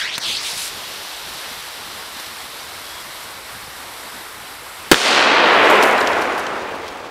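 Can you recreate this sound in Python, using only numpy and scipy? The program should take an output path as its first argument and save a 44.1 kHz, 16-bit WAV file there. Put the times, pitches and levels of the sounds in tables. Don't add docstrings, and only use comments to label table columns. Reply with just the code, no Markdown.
import sys
import numpy as np
from scipy import signal
from scipy.fft import rfft, irfft, next_fast_len
from scipy.io import wavfile
from scipy.ndimage import uniform_filter1d, map_coordinates

SR = 44100
rng = np.random.default_rng(int(sys.argv[2]) if len(sys.argv) > 2 else 0)


def linear_from_db(decibels):
    return 10 ** (np.asarray(decibels, float) / 20)


def pcm_store(signal):
    levels = np.round(np.clip(np.atleast_2d(signal), -1, 1) * 32767)
    wavfile.write(sys.argv[1], SR, levels.astype(np.int16).T)


N = 313154
TIME = np.arange(N) / SR
FFT_SIZE = next_fast_len(N)
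BURST_S = 4.9146


def unit(x):
    return x / np.sqrt(np.mean(x ** 2) + 1e-20)


def along(points, hz):
    f, *cols = np.transpose(points)
    return [np.interp(np.log(hz + 1), np.log(f + 1), c) for c in cols]


def coloured(x, spectrum):
    gain_db = along(spectrum, np.fft.rfftfreq(FFT_SIZE, 1 / SR))[0]
    return irfft(rfft(x, FFT_SIZE) * linear_from_db(gain_db), FFT_SIZE)[..., :N]


def wobble(rate):
    knots = rng.standard_normal(int(N * rate / SR) + 4)
    return map_coordinates(knots, [TIME * rate])


def rush(spectrum, patchy_db=0., spit_db=0.):
    noise = rng.standard_normal(N)
    if spit_db:
        noise = noise * linear_from_db(spit_db * wobble(400))
    _, _, z = signal.stft(noise, SR, nperseg=512)
    field = uniform_filter1d(rng.standard_normal(z.shape), size=8, axis=0)
    field = unit(uniform_filter1d(field, size=12, axis=1))
    patchy = signal.istft(z * linear_from_db(patchy_db * field), SR, nperseg=512)[1][:N]
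    return unit(coloured(patchy, spectrum))


def bursts(times, dbs, t60s, rise):
    env = np.zeros(N)
    for s, db, t60 in zip(times, dbs, t60s):
        first = round(s * SR)
        t = TIME[first:][:SR // 4] - s
        decay = linear_from_db(db - 60 * t / np.clip(t60, .002, .3))
        env[first:][:len(t)] += decay * (1 - np.exp(-np.abs(t) / rise))
    return env


# pitch_hz, density_db
AIR_SPECTRUM = [(15, -23), (25, -13), (100, -4), (300, -3.5), (1500, -4.5), (5000, -13.5), (10000, -34),
                (16000, -25)]


def far_air():
    return linear_from_db(-41.5 + 0.33 * wobble(3.2)) * rush(AIR_SPECTRUM, patchy_db=3.1)


def breeze():
    sets_in = np.clip((TIME - 2.5) / .2, 0, 1)
    push = rush([(30, -25), (70, -3), (100, 1), (150, -22), (300, -120)])
    return sets_in * linear_from_db(-59 + 3.8 * wobble(5.4)) * push


def bird():
    start_s, length_s, pitch_hz, edge_s = 2.81, .22, 3335, .02
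    held = np.clip(np.minimum(TIME - start_s, start_s + length_s - TIME) / edge_s, 0, 1)
    tone = np.sin(2 * np.pi * pitch_hz * TIME + 0.69 * wobble(8))
    return held * linear_from_db(-42.5 + 1.4 * wobble(25)) * tone


# start_s, tick_db, tap_db
LANDINGS = [(5.3208, -32, -18), (5.3454, -27, -25), (5.5189, -33, -28), (5.697, -17, -23),
            (5.7533, -25, -26), (5.8232, -14.5, -19), (5.834, -28, -23), (5.8724, -24, -24.5),
            (5.9085, -31, -25), (5.92, -37, -28), (5.9768, -23, -25), (6.0084, -32, -22),
            (6.0716, -25, -22), (6.129, -39, -23), (6.1564, -39, -39), (6.2104, -30, -33),
            (6.219, -25, -28), (6.3214, -39, -34), (6.3634, -42, -39), (6.3774, -23, -30),
            (6.397, -46, -27), (6.4654, -40, -25), (6.7516, -34, -37), (6.8792, -31.5, -26.5),
            (6.9711, -37, -37)]
# pitch_hz, density_db
LEAF_SPECTRUM = [(4000, -30), (7000, 1.5), (9000, -1), (12000, 0.5), (14000, -2), (16000, -16)]
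# pitch_hz, density_db
TAP_SPECTRUM = [(1200, -30), (2800, 4), (5000, 2), (7500, -9), (11000, -31)]
# pitch_hz, density_db
CRUMB_SPECTRUM = [(800, -17), (2500, 7), (4000, -0.5), (7000, -8.5), (11000, -15.5), (16000, -19)]


def litter():
    s, tick_db, tap_db = np.transpose(LANDINGS)
    t60 = 0.068 + .0015 * np.maximum(tick_db + 35, 0)
    ticks = bursts(s, tick_db - 7.5, 0.68 * t60, rise=0.00092) * rush(LEAF_SPECTRUM, spit_db=4.0)
    settling = bursts(s, tick_db - 16.5, np.full_like(s, 0.25), rise=.008) * rush(LEAF_SPECTRUM, spit_db=7.0)
    taps = bursts(s, tap_db + .6, 0.5 * t60, rise=0.00065) * rush(TAP_SPECTRUM, spit_db=4.0)
    densest_s, thickens_db_s, thins_db_s = 5.504, 25, 10.6
    since = TIME - densest_s
    crumbs_db = -26 + np.minimum(thickens_db_s * since, -thins_db_s * since)
    crumbs = linear_from_db(crumbs_db + wobble(40)) * rush(CRUMB_SPECTRUM, patchy_db=0.5, spit_db=1)
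    return ticks + settling + taps + crumbs


# pitch_hz, density_db
WOOD_SPECTRUM = [(20, -44), (70, -26.5), (137, -24.5), (256, -7.5), (468, -1.5), (4380, -2.5), (9000, -11),
                 (16000, -26)]


def wood():
    bass_t60, shortest_t60 = 3.704, 0.58
    absorb_hz, absorb_power = 2854, 2.56
    hz, t, z = signal.stft(rush([(20, 0)], patchy_db=0.17, spit_db=1.0), SR, nperseg=1024)
    t60 = shortest_t60 + (bass_t60 - shortest_t60) / (1 + (hz / absorb_hz) ** absorb_power)
    age = np.maximum(t - BURST_S, 0)
    level_db = along(WOOD_SPECTRUM, hz)[0][:, None] - 60 * age / t60[:, None]
    tail = signal.istft(z * linear_from_db(level_db), SR, nperseg=1024)[1][:N]
    build_up = 1 - np.exp(-np.maximum(TIME - BURST_S, 0) / .035)
    return linear_from_db(16.5) * tail * build_up


# start_s, crunch_db, thud_db
GROUND_KNOCKS = [
    (.1785, -14, -31),
    (1.512, -60, -28),
    (2.163, -60, -31),
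    (2.197, -23, -42),
]
# pitch_hz, density_db
CRUNCH_SPECTRUM = [(300, -5), (1000, -2), (4000, -1.5), (9000, -8), (13000, -8), (16000, -15)]


def knocks():
    s, crunch_db, thud_db = np.transpose(GROUND_KNOCKS)
    crunch = bursts(s, crunch_db, np.full_like(s, .035), rise=.0012) * rush(CRUNCH_SPECTRUM)
    thud = bursts(s, thud_db + 1.5, np.full_like(s, 0.039), rise=0.0033)
    return crunch + thud * np.sin(2 * np.pi * 250 * TIME)


# pitch_hz, density_db
AWAY_SPECTRUM = [(300, -40), (900, -17), (1300, -5.5), (1900, 1.5), (4000, -1.5), (5600, -8), (7000, -19),
                 (16000, -45)]
# pitch_hz, density_db
SIDE_SPECTRUM = [(300, -45), (1000, -26), (1500, -12), (2200, 3.5), (4200, -0.5), (6000, -2), (7000, -16),
                 (16000, -40)]
# pitch_hz, density_db
NOZZLE_SPECTRUM = [(3000, -19), (5500, -7), (8000, -4.5), (11000, -7), (13500, -14), (16000, -18)]
# start_s, end_s, jet_db, bright_db, detour_ms
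TUMBLES = [
    (0.124, 0.182, -26, -45, 0.023),
    (0.193, 0.418, -20.5, -32.5, .138),
    (0.401, 0.545, -25.5, -29.5, 0.13),
    (0.526, 0.705, -29.5, -29, .12),
]


def flight():
    land_s, scuff_s = .18, .385
    start, end, jet_db, bright_db, high_ms = np.transpose(TUMBLES)[..., None]
    part = np.clip((TIME - start) / (end - start), 0, 1)
    arc = 4 * part * (1 - part)

    falling = np.clip((land_s - TIME) / 0.011, 0, 1)
    thrown = falling * linear_from_db(-21 - 57 * TIME) * rush(AWAY_SPECTRUM, spit_db=1.0)
    thrown_shine = falling * linear_from_db(-36.5 - 92 * TIME)

    swell = np.sum(linear_from_db(jet_db) * arc ** 0.67, axis=0)
    shine = thrown_shine + np.sum(linear_from_db(bright_db) * arc ** 0.63, axis=0)
    jet = thrown + swell * rush(SIDE_SPECTRUM, patchy_db=1.0, spit_db=1.0)

    lying_ms, fall_ms_s = .135, 2.85
    detour_ms = lying_ms + fall_ms_s * np.maximum(land_s - TIME, 0) + np.sum(high_ms * arc, axis=0)
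    echo = np.select([TIME < land_s, TIME < scuff_s], [.68, .95], .4)
    mirrored = map_coordinates(jet, [np.arange(N) - detour_ms * SR / 1000], mode="nearest")
    mirrored = uniform_filter1d(mirrored, size=3)
    combed = (jet + echo * mirrored) / np.sqrt(1 + echo ** 2)
    return combed + shine * rush(NOZZLE_SPECTRUM, patchy_db=1.3, spit_db=1.5)


# peak_s, level_db
FLARES = [
    (.78, -0.5),
    (1.5, 1),
    (2.4, 0.8),
    (3.13, 1),
    (4.1, 1.5),
]
# pitch_hz, density_db
ROAR_SPECTRUM = [(180, -28), (300, -7.5), (540, -4), (981, 1), (2230, -2.5), (3000, -30), (3900, -28),
                 (6600, -120)]
# pitch_hz, density_db
BODY_SPECTRUM = [(1470, -23), (2500, -4.5), (3860, -1.5), (6050, -8.5), (6610, -16.5), (6900, -11.5),
                 (8970, -40), (15200, -120)]
# pitch_hz, density_db
FIZZ_SPECTRUM = [(3880, -33), (6600, -8.5), (7800, 0), (9880, -2), (11300, 1.5), (14100, -2), (15400, -4.5),
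                 (16000, -40)]


def burning():
    flare_width_s = 0.19
    flares = sum(db * np.exp(-((TIME - s) / flare_width_s) ** 2) for s, db in FLARES)
    flow_db = flares + 0.21 * wobble(3.5) + .5 * wobble(12)
    settled = np.clip((TIME - .4) / 0.15, 0, 1)
    age = TIME - 1
    roar = linear_from_db(-36.98 - 0.39 * age + flow_db) * rush(ROAR_SPECTRUM, patchy_db=0.5, spit_db=0.04)
    body = linear_from_db(-33.5 - 2.33 * age + flow_db) * rush(BODY_SPECTRUM, patchy_db=0.16, spit_db=0.7)
    fizz = linear_from_db(-38.59 - 0.82 * age + flow_db) * rush(FIZZ_SPECTRUM, patchy_db=0.1, spit_db=0.86)
    return (roar + settled * (body + fizz)) * (TIME < BURST_S)


# start_s, swing_db, swing_hz
TRUNK_ECHOES = [
    (4.9248, 26, 1600),
    (4.9315, 30, 1400),
    (4.9435, 28, 3300),
    (4.9443, 29, 1500),
    (4.9479, 18, 3500),
    (4.9588, 21, 3500),
]


def trunk_echoes(ragged):
    out = np.zeros(N)
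    for s, db, hz in TRUNK_ECHOES:
        swing = linear_from_db(db) * np.sin(2 * np.pi * hz * (TIME - s))
        edge = linear_from_db(9 + .3 * db) * ragged
        out += bursts([s], [0], [.002 + 3.5 / hz], rise=.0002) * (swing + edge)
    return out


# pitch_hz, density_db
SHOCK_SPECTRUM = [(20, -25), (100, -10), (300, -3), (1200, 0), (3000, -1), (5000, -9), (8000, -20),
                  (16000, -42)]


def blast():
    ragged = rush(SHOCK_SPECTRUM)
    swing = bursts([BURST_S], [16], [.03], rise=.0002) * np.sin(2 * np.pi * 345 * (TIME - BURST_S))
    edge = bursts([BURST_S], [16], [.09], rise=.0002) * ragged
    ground = rush([(30, -29), (100, -16), (170, -5), (420, -3), (900, -26)])
    heave = bursts([BURST_S], [13], [.15], rise=0.0039) * ground
    return swing + edge + trunk_echoes(ragged) + heave


def scene():
    background = far_air() + breeze() + bird() + litter() + wood()
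    firecracker = knocks() + flight() + burning() + blast()
    return (background + firecracker)[None]


def gain_control_db():
    duck_s, ramp_s, duck_db = 4.917, .007, -20
    sag_db, sag_s = -6, 0.065
    climb_db_s, rest_db = 24.5, 0.35
    age = np.maximum(TIME - duck_s, 0)
    sag = sag_db * (age / sag_s) ** 2 * np.exp(2 * (1 - age / sag_s))
    return np.clip(age / ramp_s, 0, 1) * np.minimum(duck_db + sag + climb_db_s * age, rest_db)


# pitch_hz, density_db
HISS_SPECTRUM = [(15, -15), (60, 5.5), (200, -21), (2000, -26), (8000, -24), (13000, -19), (16000, -26)]


def recorder_noise():
    return linear_from_db(-57.0) * rush(HISS_SPECTRUM)


# pitch_hz, gain_db
CONVERTER_RESPONSE = [(9000, 0), (12000, -2), (15000, -6), (15750, -8), (15850, -100)]


def converter(x):
    return coloured(x, CONVERTER_RESPONSE)


def roll_off(x):
    return signal.sosfilt(signal.butter(12, 16650, fs=SR, output="sos"), x)


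def record(dry):
    overloaded = np.clip(dry * linear_from_db(gain_control_db()) + recorder_noise(), -1, 1)
    return roll_off(converter(overloaded))


dry = scene()
out = record(dry)
pcm_store(out)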